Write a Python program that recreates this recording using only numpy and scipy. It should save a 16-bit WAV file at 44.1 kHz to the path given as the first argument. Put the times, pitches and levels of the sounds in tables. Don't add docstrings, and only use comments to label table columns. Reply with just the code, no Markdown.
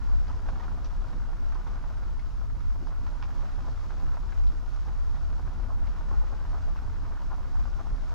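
import sys
import numpy as np
from scipy import signal
from scipy.fft import rfft, irfft, next_fast_len
from scipy.io import wavfile
from scipy.ndimage import uniform_filter1d, map_coordinates

SR = 44100
rng = np.random.default_rng(int(sys.argv[2]) if len(sys.argv) > 2 else 0)


def log_audio(samples):
    frames = np.atleast_2d(samples).T
    limited = np.clip(frames, -1, 1)
    pcm = np.round(limited * 32767).astype(np.int16)
    wavfile.write(sys.argv[1], SR, pcm)


N = 358974

# (time [s], rise of deep drone [dB], rise of tyre rumble [dB])
BUMP_RISES = [(0.3, 4, 1.5), (0.51, 3.5, 2), (0.7, -1, 2), (1.0, 5.5, -0.5), (1.16, 1.5, 5.5), (1.76, 2, 1),
              (2.84, -0.5, 3.5), (3.36, -1, 1.5), (3.68, -1, 4), (3.88, -2, 1.5), (4.05, -2.5, 5.5),
              (4.26, 2, 3.5), (4.46, 3, 1), (5.45, 4, 2), (5.62, 5.5, 4.5), (5.87, 3.5, 2),
              (6.12, 1.5, 2.5), (6.52, 2.5, 1.5), (6.84, 3, 1), (7.07, 3.5, 1.5), (7.65, 4, -0.5),
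              (7.93, 6.5, 2.5)]
BUMP_S = 0.084
# (frequency [Hz], level [dB])
KNOCK_SPECTRUM = [(150, -31), (330, -5), (450, -4.5), (580, -5), (730, 0.5), (830, -0.5), (980, 2.5),
                  (1150, -0.5), (1420, 0), (1700, -9.5), (2200, -22.5), (3200, -28), (6000, -40),
                  (9000, -57)]


def amp(db):
    return 10 ** (np.asarray(db) / 20)


def unit(x):
    return x / np.sqrt(np.mean(x ** 2) + 1e-20)


def along(points, hz):
    point_hz, value = np.transpose(points)
    return np.interp(np.log(hz + 1), np.log(point_hz + 1), value)


def curve(rows):
    return np.interp(np.arange(N) / SR, *np.transpose(rows))


def swells(rows, half_s):
    time_s, *heights_db = np.transpose(rows)
    away = np.abs(np.arange(N) / SR - time_s[:, None]) / half_s
    shape = (np.cos(np.pi * np.minimum(away, 1)) + 1) / 2
    return np.array(heights_db) @ shape


def wobble(rate_hz):
    knots = rng.standard_normal(int(N * rate_hz / SR) + 4)
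    return map_coordinates(knots, [np.arange(N) * rate_hz / SR])


def filtered(x, response):
    n = x.shape[-1]
    padded = next_fast_len(n + SR // 2)
    spectrum = rfft(x, padded) * response(np.fft.rfftfreq(padded, 1 / SR))
    return irfft(spectrum, padded)[..., :n]


def noise(colour):
    return unit(filtered(rng.standard_normal(N), lambda hz: amp(along(colour, hz))))


def struck(colour, size=2048):
    log_gain = np.log(amp(along(colour, np.fft.rfftfreq(size, 1 / SR))))
    cepstrum = irfft(log_gain)
    cepstrum[1:size // 2] *= 2
    cepstrum[size // 2 + 1:] = 0
    click = irfft(np.exp(rfft(cepstrum)))
    return click / np.abs(click).max()


def steady(x, seconds):
    power = np.mean(np.atleast_2d(x) ** 2, axis=0)
    width = max(int(seconds * SR), 2)
    smooth_power = uniform_filter1d(uniform_filter1d(power, width), width)
    return unit(x / np.sqrt(np.abs(smooth_power) + 1e-12))


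def burst(x, length_s):
    return x / np.sqrt(np.sum(x.mean(0) ** 2) / (length_s * SR) + 1e-20)


def panned(balance_db):
    return amp(np.array([[balance_db], [-balance_db]]) / 2)


def left_first(x, lag_ms):
    sides = np.array([[1], [-1]])
    return filtered(x, lambda hz: np.exp(1j * np.pi * sides * hz * lag_ms / 1000))


def add(track, time_s, sound):
    part = track[:, max(round(time_s * SR), 0):][:, :sound.shape[1]]
    part += sound[:, :part.shape[1]]


def cabin(x, wet_db, size=4096):
    # (frequency [Hz], t60 [s])
    decay_times = [(300, 0.062), (1200, 0.051), (6000, 0.062)]
    hz, t, z = signal.stft(rng.standard_normal((2, size)), SR, nperseg=128)
    decay = amp(-60 * t / along(decay_times, hz)[:, None])
    tail = signal.istft(z * decay, SR, nperseg=128)[1]
    tail *= amp(wet_db) / np.linalg.norm(tail[0])
    tail[:, 0] += 1
    return signal.fftconvolve(x, tail, axes=1)


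def contacts(rate_hz, scatter_db, size):
    happens = rng.random(size) < rate_hz / SR
    strength = amp(scatter_db * np.minimum(rng.standard_normal(size), 2.5))
    return happens * strength * rng.choice([-1, 1], size)


def churn():
    # (time [s], level [dB])
    effort = [(0.0, -54), (0.54, -51.5), (1.45, -54), (1.75, -52.5), (2.31, -56.5), (2.92, -55.5),
              (3.4, -52), (3.76, -54), (4.17, -53), (4.44, -55), (5.46, -54), (5.53, -54.5), (6.21, -52),
              (6.32, -53), (8.0, -53), (8.14, -53)]
    db = curve(effort)
    return db - db.mean()


def boom():
    # (time [s], rise of the boom [dB])
    rocks = [(0.16, 10), (1.46, 5.5), (2.69, 5), (3.36, 3), (4.06, 6), (4.45, 10), (5.07, 8), (5.3, 5),
             (5.78, 7), (6.19, 8), (6.7, 6.5), (7.57, 8)]
    # (frequency [Hz], level [dB])
    boom_spectrum = [(12, -29), (22, -36), (29, -8), (36, 0.5), (41, -4), (47, -17), (56, -20), (75, -63),
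                     (150, -100)]
    panel_spectrum = [(40, -51), (58, -6), (70, 3), (79, 4), (95, 3), (113, 10), (135, -12), (300, -50)]
    even_ground_db, panel_db = -30.5, -52.5
    panel_db_per_thud_db = 0.8
    rock_db, = swells(rocks, half_s=0.14)
    thud_db = swells(BUMP_RISES, BUMP_S)[1]
    low_db = even_ground_db + rock_db + 1.2 * wobble(9)
    low = amp(low_db) * steady(noise(boom_spectrum), seconds=0.055)
    panels = amp(panel_db + panel_db_per_thud_db * thud_db) * steady(noise(panel_spectrum), seconds=0.15)
    return np.array([low + panels, -low - panels])


def drone():
    # (time [s], dip [dB])
    lulls = [(2.93, -6), (3.46, -8), (7.2, -13), (7.51, -7.5)]
    # (frequency [Hz], level [dB])
    deep_spectrum = [(8, -15), (20, -5.5), (31, 4), (38, -4), (52, -7), (62, -8), (72, -16), (81, -10.5),
                     (95, -13), (110, -28), (150, -35.5), (300, -90)]
    rumble_spectrum = [(70, -29), (120, 7), (137, -4.5), (152, 1.5), (180, -5), (270, -5), (330, -11.5),
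                       (450, -15.5), (800, -24.5), (2000, -94)]
    deep_even_db = -35
    rumble_even_db, rumble_db_per_churn_db = -50.5, 0.37
    heave_db, thud_db = swells(BUMP_RISES, BUMP_S)
    lull_db, = swells(lulls, half_s=0.064)
    deep = amp(deep_even_db + heave_db + lull_db) * steady(noise(deep_spectrum), seconds=0.18)
    shared, apart = noise(rumble_spectrum), amp(-9) * noise(rumble_spectrum)
    rumble_db = rumble_even_db + rumble_db_per_churn_db * churn() + thud_db + 0.76 * wobble(12)
    rumble = amp(rumble_db) * steady(np.array([shared + apart, shared - apart]), seconds=0.2)
    return deep * panned(0.77) + left_first(rumble, lag_ms=0.3) * panned(1.1)


def grinding(colour, rate_hz):
    fit_s = 0.0078
    starts = np.abs(contacts(rate_hz=70, scatter_db=2.5, size=N))
    fits = signal.lfilter([1], [1, -np.exp(-1 / (fit_s * SR))], starts)
    grains = contacts(rate_hz, scatter_db=5.5, size=N) * np.sqrt(1 + 0.9 * fits ** 2)
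    grains = grains * amp(np.array([[1], [-1]]) * 2.4 * rng.standard_normal(N))
    heard = np.zeros((2, N))
    for patch in np.array_split(np.arange(N), 90):
        add(heard, patch[0] / SR, cabin(grains[:, patch], wet_db=-6.5))
    coloured = signal.oaconvolve(heard, struck(colour)[None], axes=1)[:, :N]
    return steady(coloured, seconds=0.14)


def crunch():
    # (frequency [Hz], level [dB])
    large_spectrum = [(150, -24.5), (330, -9), (450, -7.5), (580, -5.5), (730, -1.5), (830, -3.5),
                      (980, 0.5), (1120, -5.5), (1400, -14), (2000, -27.5), (6000, -50.5)]
    small_spectrum = [(400, -23), (900, -11.5), (1200, 0.5), (1420, 1), (1700, -7), (2200, -15),
                      (3200, -20), (6000, -32), (9000, -63)]
    large_mean_db, large_growth = -54.5, 1.28
    small_mean_db, small_growth = -57, 0.66
    effort_db = churn() + 0.45 * wobble(12)
    large_db = large_mean_db + large_growth * effort_db
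    small_db = small_mean_db + small_growth * effort_db + 0.75 * wobble(10)
    large = amp(large_db) * grinding(large_spectrum, rate_hz=3000) * panned(-2.1)
    small = amp(small_db) * grinding(small_spectrum, rate_hz=3000) * panned(-1.0)
    return large + small


def grit():
    # (time [s], level [dB])
    hiss = [(0.0, -66), (1.47, -68), (1.59, -66.5), (2.54, -69), (3.06, -68), (3.35, -66), (4.28, -66),
            (5.78, -68), (6.01, -67), (6.85, -66.5), (7.03, -68), (8.14, -66)]
    # (frequency [Hz], level [dB])
    fine_spectrum = [(1200, -25), (2300, -7.5), (3200, 0.5), (4000, 2.5), (5200, 3), (6200, -0.5),
                     (7200, -5.5), (8200, -14), (10000, -25), (16000, -52)]
    scatter_spectrum = [(900, 1), (2100, 2), (2800, -1), (4000, -16), (5500, -12.5), (7000, -16),
                        (8200, -32), (12000, -45)]
    fine_db, scattered_db = -1, 2.5
    hiss_db_per_churn_db = 0.25
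    touches = contacts(rate_hz=12000, scatter_db=5.0, size=N)
    fine = unit(signal.fftconvolve(touches, struck(fine_spectrum))[:N])
    scattered = np.array([noise(scatter_spectrum), noise(scatter_spectrum)]) * panned(0.68)
    level_db = curve(hiss) + hiss_db_per_churn_db * churn() + 0.61 * wobble(14)
    return amp(level_db) * (amp(fine_db) * fine * panned(7.0) + amp(scattered_db) * scattered)


def cracks(size=3072):
    # (time [s], level before the muffling [dB], ring [Hz])
    snaps = [(.280, -65, 4800), (.487, -59, 2700), (.599, -56, 1980), (0.634, -58, 2050), (.846, -58, 5800),
             (1.545, -67, 4800), (1.672, -61, 2400), (2.031, -63, 2100), (2.194, -59, 2100),
             (2.872, -67, 4700), (3.065, -60, 2090), (3.226, -52, 2750), (3.408, -60, 1800),
             (3.906, -57, 1590), (4.324, -55, 1550), (4.378, -63, 1980), (4.469, -63.5, 3920),
             (4.886, -58, 1700), (5.152, -59.5, 1840), (5.871, -58, 2150), (6.766, -60, 2480)]
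    # (frequency [Hz], gain [dB])
    muffle = [(3000, 2), (5700, 6), (7000, -9), (9000, -38), (16000, -50)]
    # (multiple of its pitch, level [dB])
    shape = [(.2, -12), (.5, -3), (.8, -4), (1, 0), (1.15, -8), (2, -16), (4, -32)]
    track, t = np.zeros((2, N)), np.arange(size) / SR
    for time_s, db, ring_hz in snaps:
        chatter = contacts(rate_hz=2200, scatter_db=3, size=size) * amp(-60 * t / 0.087)
        chatter[0] = 2
        ring = struck([(ring_hz * multiple, level_db) for multiple, level_db in shape])
        crack = cabin(signal.fftconvolve(chatter, ring)[None], wet_db=-4)
        add(track, time_s, amp(db) * burst(crack, length_s=0.015) * panned(2))
    return filtered(track, lambda hz: amp(along(muffle, hz)))


def slides(size=4096):
    # (time [s], level before the low-pass [dB], length [s])
    clumps = [(.285, -49, 0.049), (.625, -51, 0.056), (3.662, -49, 0.052), (4.865, -52, 0.055),
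              (5.684, -48.5, 0.069), (6.106, -45.5, 0.061), (6.316, -48, .045), (6.53, -50, 0.067),
              (7.301, -46, 0.063), (7.784, -47.5, 0.053), (8.114, -49.5, 0.051)]
    track, t = np.zeros((2, N)), np.arange(size) / SR
    knock = struck(KNOCK_SPECTRUM)
    for time_s, db, length_s in clumps:
        swell = np.sin(np.pi * np.minimum(t / length_s, 1) ** 0.5)
        knocks = contacts(rate_hz=2500, scatter_db=2, size=size) * swell
        slide = cabin(signal.fftconvolve(knocks, knock)[None], wet_db=-4)
        add(track, time_s, amp(db) * burst(slide, length_s))
    return signal.sosfilt(signal.butter(2, 1400, fs=SR, output="sos"), track)


def stones(size=4096):
    # (time [s], level [dB], left minus right [dB])
    pops = [(0.487, -38.5, -1), (0.599, -46.5, -5), (0.681, -47, -5), (0.714, -49, -4), (1.044, -50, -5),
            (1.289, -50, 0.5), (1.554, -45, -2.5), (1.667, -43.5, -3), (1.839, -47, -5), (2.029, -49, -4),
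            (2.415, -51, 2), (2.871, -46, -2.0), (2.923, -48.5, 3), (3.065, -47.5, -7),
            (3.227, -43.5, -3.0), (3.906, -47.5, -5), (4.133, -49, -2.0), (4.17, -43.5, 1),
            (5.395, -47.5, 1), (5.476, -46, 4), (5.664, -59, 4), (6.011, -47, 3), (6.238, -48, 2),
            (6.532, -46, 0), (6.759, -46.5, 2), (7.121, -47.5, 4), (7.655, -44, 3), (7.79, -52, 0)]
    pop_s = 0.0085
    track, t = np.zeros((2, N)), np.arange(size) / SR
    knock = struck(KNOCK_SPECTRUM)
    for time_s, db, balance_db in pops:
        rattle = 0.54 * contacts(rate_hz=1800, scatter_db=3.5, size=size) * amp(-60 * t / 0.048)
        rattle[0] = 1
        pop = cabin(signal.fftconvolve(rattle, knock)[None], wet_db=-4)
        add(track, time_s, amp(db) * burst(pop, pop_s) * panned(balance_db))
    return track


def scene():
    gravel = left_first(crunch() + stones() + slides(), lag_ms=0.075)
    return boom() + drone() + gravel + grit() + cracks()


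def record(dry):
    top_hz = 15750
    mid = amp(-77.0) * rng.standard_normal(N)
    side = amp(-75.0) * rng.standard_normal(N)
    return filtered(dry + np.array([mid + side, mid - side]), lambda hz: hz < top_hz)


dry = scene()
out = record(dry)
log_audio(out)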